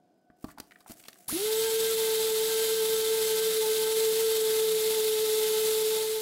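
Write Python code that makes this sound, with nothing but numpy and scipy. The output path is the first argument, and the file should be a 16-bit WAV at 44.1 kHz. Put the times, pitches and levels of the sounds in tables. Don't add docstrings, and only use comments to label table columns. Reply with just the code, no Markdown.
import sys
import numpy as np
from scipy import signal
from scipy.fft import rfft, irfft, next_fast_len
from scipy.io import wavfile
from scipy.ndimage import uniform_filter1d

SR = 44100
rng = np.random.default_rng(int(sys.argv[2]) if len(sys.argv) > 2 else 0)


def generate_wav(sig):
    pcm = np.round(np.clip(np.atleast_2d(sig).T, -1, 1) * 32767).astype(np.int16)
    wavfile.write(sys.argv[1], SR, pcm)


N = 274125
T = np.arange(N) / SR


def polisher(switch_on_s=1.2795, onset_s=0.0027, waver=0.003044):
    # t/s, rotation rate f/Hz, hum level/dB
    run_up = [(1.28, 39.99, -77), (1.305, 190.1, -56)]
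    running = [(1.33, 295, -36), (1.36, 339, -30.5), (1.37, 355, -30), (1.38, 377, -44), (1.4, 395, -34.5),
               (1.42, 410, -30), (1.45, 427.5, -29), (1.52, 439.8, -27.5), (1.6, 445.4, -28),
               (1.71, 446.4, -29.5), (1.74, 444.7, -26.5), (1.86, 447, -29.5), (2.12, 442, -28),
               (2.36, 439.6, -29), (2.4, 440.5, -27), (2.49, 444, -30.5), (2.62, 442.6, -27.5),
               (2.68, 442.5, -30.5), (2.72, 442.8, -26), (2.76, 443, -30.5), (2.83, 441.4, -25.5),
               (2.88, 440.4, -30), (2.93, 443.7, -27), (3.02, 441, -29), (3.14, 443.3, -27),
               (3.17, 443.2, -29), (3.22, 440, -26.5), (3.26, 440.3, -30.5), (3.34, 439, -27),
               (3.37, 439.2, -30), (3.48, 440.8, -26), (3.53, 440, -30.5), (3.59, 440.1, -26),
               (3.66, 436.5, -30), (3.71, 437, -25.5), (3.74, 439, -29), (3.82, 439.6, -28.5),
               (3.95, 440.5, -28.5), (4.02, 442, -25), (4.13, 440, -27), (4.23, 448, -26.5),
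               (4.28, 441.6, -26), (4.34, 441.5, -28.5), (4.38, 438.7, -27), (4.77, 438.4, -26.5),
               (4.81, 437.3, -29.5), (4.88, 437.6, -26.5), (4.95, 438.3, -31), (4.97, 436, -27.5),
               (5.11, 433.3, -27.5), (5.44, 434.7, -27), (5.71, 437, -27.5), (5.85, 436, -27),
               (6.09, 437, -31), (6.14, 437, -30), (6.22, 437, -34.5)]
    # t/s, level/dB
    rush_levels = [(1.29, -33), (1.36, -34.5), (1.74, -32.5), (4.4, -33), (5.76, -32.5), (5.99, -34),
                   (6.22, -37.5)]
    motion = run_up + list(running)
    hz, hum_db, rush_db = curve(motion), curve(motion, column=2), curve(rush_levels)
    turns = np.cumsum(hz * (1 + waver * walk(22.5))) / SR
    speed = hz / np.median(hz[T > 2])
    sound = rotor(turns, hum_db, rush_db) + gears(turns, speed) + rush(turns, speed) * undb(rush_db)
    return sound * np.clip((T - switch_on_s) / onset_s, 0, 1)


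def rotor(turns, hum_db, rush_db, cage_per_turn=0.41):
    # multiple of the rotation rate, level/dB re the rush
    harmonics = [(2, -17), (3, -24.5), (4, -35), (5, -35.5), (6, -31), (7, -24), (8, -18.5), (9, -20),
                 (10, -29)]
    hum = unit(np.sin(2 * np.pi * turns) * (1 + 0.075 * walk(28))) * undb(hum_db)
    overtones = sum(undb(db) * rough_line(round(k) * turns, 6.2 * k, steady=0.72) for k, db in harmonics)
    cage = undb(-27.5) * rough_line(cage_per_turn * turns, 8.7, steady=2.5)
    return hum + (overtones + cage) * undb(rush_db)


def gears(turns, speed, mesh_per_turn=39 / 11):
    # t/s, level/dB
    load = [(1.45, -54), (1.54, -51), (1.66, -49), (2.17, -53.5), (2.63, -50), (3.13, -52), (3.24, -49.5),
            (3.47, -51), (3.7, -52.5), (3.78, -49), (3.85, -49), (3.93, -56.5), (4.55, -51), (4.65, -63),
            (4.98, -56), (5.05, -65), (5.1, -53), (5.36, -60), (5.42, -55), (5.6, -51), (5.87, -61),
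            (5.92, -55), (6.22, -61)]
    # multiple of the mesh rate, level/dB re the load curve
    partials = [(1, -1), (2, 0), (4, -4), (5, 1)]
    contacts = mesh_per_turn * turns
    whine = sum(undb(db) * rough_line(round(k) * contacts, 13.4, steady=2.3) for k, db in partials)
    return speed ** 4 * whine * undb(curve(load))


def rush(turns, speed, pulse_depth=0.29, grain_db=0.5, flutter_db=1.0):
    # f/Hz, relative level/dB
    friction_spectrum = [(25, -13.5), (110, -10.5), (240, -4.5), (340, -3), (560, -4), (1100, -8),
                         (2400, -5.5), (3700, 4), (5200, 0), (8600, -1), (10800, 1.5), (12600, -1),
                         (14000, -0.5), (15500, -5.5)]
    spark_spectrum = [(120, -43), (200, -16), (414, -34), (690, -27), (1620, -13), (2170, -10), (2380, -13),
                      (4330, -7), (8820, -7.5), (10000, 3), (15500, -10)]
    # f/Hz, width/Hz, gain/dB
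    housing = [(1326, 60, 7.5), (1710, 58, 4.5), (2086, 106, 9.5), (2555, 170, 3.5), (3620, 390, 2),
               (4000, 100, 1.5), (4370, 130, 3.5), (6030, 190, -5.5), (7570, 450, 3), (9500, 240, 3),
               (13450, 450, 2)]
    pulse = 1 + pulse_depth * np.cos(2 * np.pi * turns)
    friction = rng.standard_normal(N) * pulse * undb(grain_db * walk(1500))
    running = unit(colour(friction, friction_spectrum, housing)) * undb(0.47 + flutter_db * walk(32))
    crackle = rng.standard_normal(N) * undb(2.2 * walk(900))
    sparks = unit(colour(crackle, spark_spectrum)) * (T < 1.5)
    running_share = np.clip(speed, 0, 1) ** 3
    return running * np.sqrt(running_share) + sparks * np.sqrt(1 - running_share)


def knocks(clack_spread=1.255):
    # t/s, thud gain/dB, clack level/dB, click level/dB, clack f/Hz, T60/s
    contacts = [(0.301, -45, -58, -80, 1350, 0.034), (0.4428, -23.5, -34, -44.5, 890, 0.034),
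                (0.484, -41, -47, -59, 1150, .07), (0.501, -61, -54.5, -59, 1600, 0.094),
                (0.575, -58, -45, -66, 900, .04), (0.583, -42, -43, -46, 1200, 0.035),
                (0.6004, -39.5, -52, -30.5, 1100, 0.022), (0.709, -70, -47, -58, 1720, 0.029),
                (0.719, -64, -43, -54, 1730, .025), (0.758, -67, -48, -70, 1670, 0.037),
                (0.805, -68, -55, -54.5, 1100, .05), (0.861, -60, -42, -66, 990, .03),
                (0.898, -35.5, -54, -50, 1300, .05), (0.907, -36, -55, -49, 1500, 0.045),
                (0.997, -64, -60, -55, 2500, 0.047), (1.038, -68, -56, -48, 2200, .025),
                (1.054, -72, -51, -52, 2500, .04), (1.0835, -50, -43, -36, 1700, 0.03),
                (1.130, -68, -62, -46, 1800, 0.022), (1.157, -75, -50.5, -62, 1290, .025),
                (1.327, -27, -54, -60, 600, .03)]
    # f/Hz, T60/s, relative level/dB
    bench_modes = [(230, 0.07, -21), (280, 0.056, -3.5), (412, .03, -20), (641, 0.055, -13),
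                   (1030, .04, -28)]
    # f/Hz, relative level/dB
    click_spectrum = [(200, 0.5), (1500, -2), (3300, -3), (4600, 4), (6200, -6.5), (10000, -6.5),
                      (15500, -7.5)]
    out, t = np.zeros(N), T[:SR // 4]
    thud = sum(undb(db - 60 * t / t60) * np.sin(2 * np.pi * hz * t) for hz, t60, db in bench_modes)
    for onset_s, thud_db, clack_db, click_db, hz, t60 in contacts:
        body = signal.butter(2, [hz / clack_spread, hz * clack_spread], "band", fs=SR, output="sos")
        clack = undb(clack_db) * unit(signal.sosfilt(body, rng.standard_normal(len(t))))
        click = undb(click_db) * unit(colour(rng.standard_normal(len(t)), click_spectrum))
        decay = undb(-60 * t / t60)
        start = int(onset_s * SR)
        out[start:start + len(t)] += undb(thud_db) * thud + decay * (clack + click)
    return out


def sliding(catch_db=3.5):
    # t/s, level/dB
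    levels = [(0.36, -90), (0.43, -64.5), (0.51, -60.5), (0.56, -85), (0.62, -68), (0.68, -72), (0.80, -71),
              (0.855, -74), (0.885, -52.5), (0.92, -45.5), (0.945, -65), (1.0, -56), (1.03, -64),
              (1.10, -60), (1.125, -69), (1.18, -61), (1.27, -65.5), (1.32, -85)]
    # f/Hz, relative level/dB
    spectrum = [(180, -31), (300, -1), (484, -16), (696, -1.5), (892, -18), (1220, -11), (2830, -11.5),
                (4000, -14), (7880, -6.5), (15500, -10.5)]
    return hiss(spectrum) * undb(curve(levels) + catch_db * walk(150))


def room(x, t60=0.31, wet_db=-17, delay_s=0.006):
    t = T[:SR // 2]
    reflections = colour(rng.standard_normal(len(t)), [(200, 6), (3000, 1.5), (15000, -7)])
    tail = reflections * undb(-60 * t / t60) * (t > delay_s)
    return x + undb(wet_db) * signal.fftconvolve(x, tail / np.linalg.norm(tail))[:N]


def ventilation(murmur_db=-68):
    # f/Hz, relative level/dB
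    spectrum = [(18, -71), (30, -41), (154, -10), (190, -3), (222, -6), (304, -3), (552, -13), (735, -5),
                (837, -20), (1270, -30), (1520, -24), (1780, -33), (5030, -34), (15000, -53)]
    # f/Hz, level/dB
    fan = [(716, -73), (667, -80), (1502, -87), (5039, -96)]
    tones = sum(undb(db) * rough_line(hz * T, 5, steady=2.5) for hz, db in fan)
    return hiss(spectrum) * undb(murmur_db + 0.59 * walk(4)) + tones


def stereo_side(mid):
    # f/Hz, relative gain/dB
    width = [(40, -25), (150, -10.5), (1000, -31.5), (3000, -46), (7000, -40), (9000, -29), (11000, 4),
             (13000, 9), (15500, 10)]
    treble = colour(mid, [(600, -37), (2500, -14), (15000, -2.5)])
    envelope = np.sqrt(np.abs(uniform_filter1d(treble ** 2, size=200)))
    return colour(rng.standard_normal(N) * envelope, width) * undb(-4.0)


def undb(db):
    return 10 ** (np.asarray(db) / 20)


def unit(x):
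    return x / np.sqrt(np.mean(x ** 2))


def curve(rows, column=1):
    rows = np.array(rows)
    return np.interp(T, rows[:, 0], rows[:, column])


def walk(rate_hz):
    f = np.arange(N // 2 + 1) / T[-1]
    return unit(irfft(rfft(rng.standard_normal(N)) / (1 + (f / rate_hz) ** 4), N))


def colour(x, outline, peaks=()):
    size = next_fast_len(len(x) + 4096)
    f = np.arange(size // 2 + 1) * SR / size
    hz, db = np.transpose(outline)
    gain_db = np.interp(np.log(f + 1), np.log(hz), db)
    for centre, width, lift in peaks:
        gain_db += lift / (1 + (2 * (f - centre) / width) ** 2)
    return irfft(rfft(x, size) * undb(gain_db), size)[:len(x)]


def hiss(spectrum):
    return unit(colour(rng.standard_normal(N), spectrum))


def rough_line(cycles, rate_hz, steady):
    phase = 2 * np.pi * cycles
    return unit((steady + walk(rate_hz)) * np.sin(phase) + walk(rate_hz) * np.cos(phase))


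def scene():
    mid = polisher() + room(knocks() + sliding()) + ventilation()
    side = stereo_side(mid)
    return np.array([mid + side, mid - side])


def record(dry, cutoff_hz=15750):
    return signal.sosfilt(signal.ellip(12, .1, 80, cutoff_hz, fs=SR, output="sos"), dry)


dry = scene()
out = record(dry)
generate_wav(out)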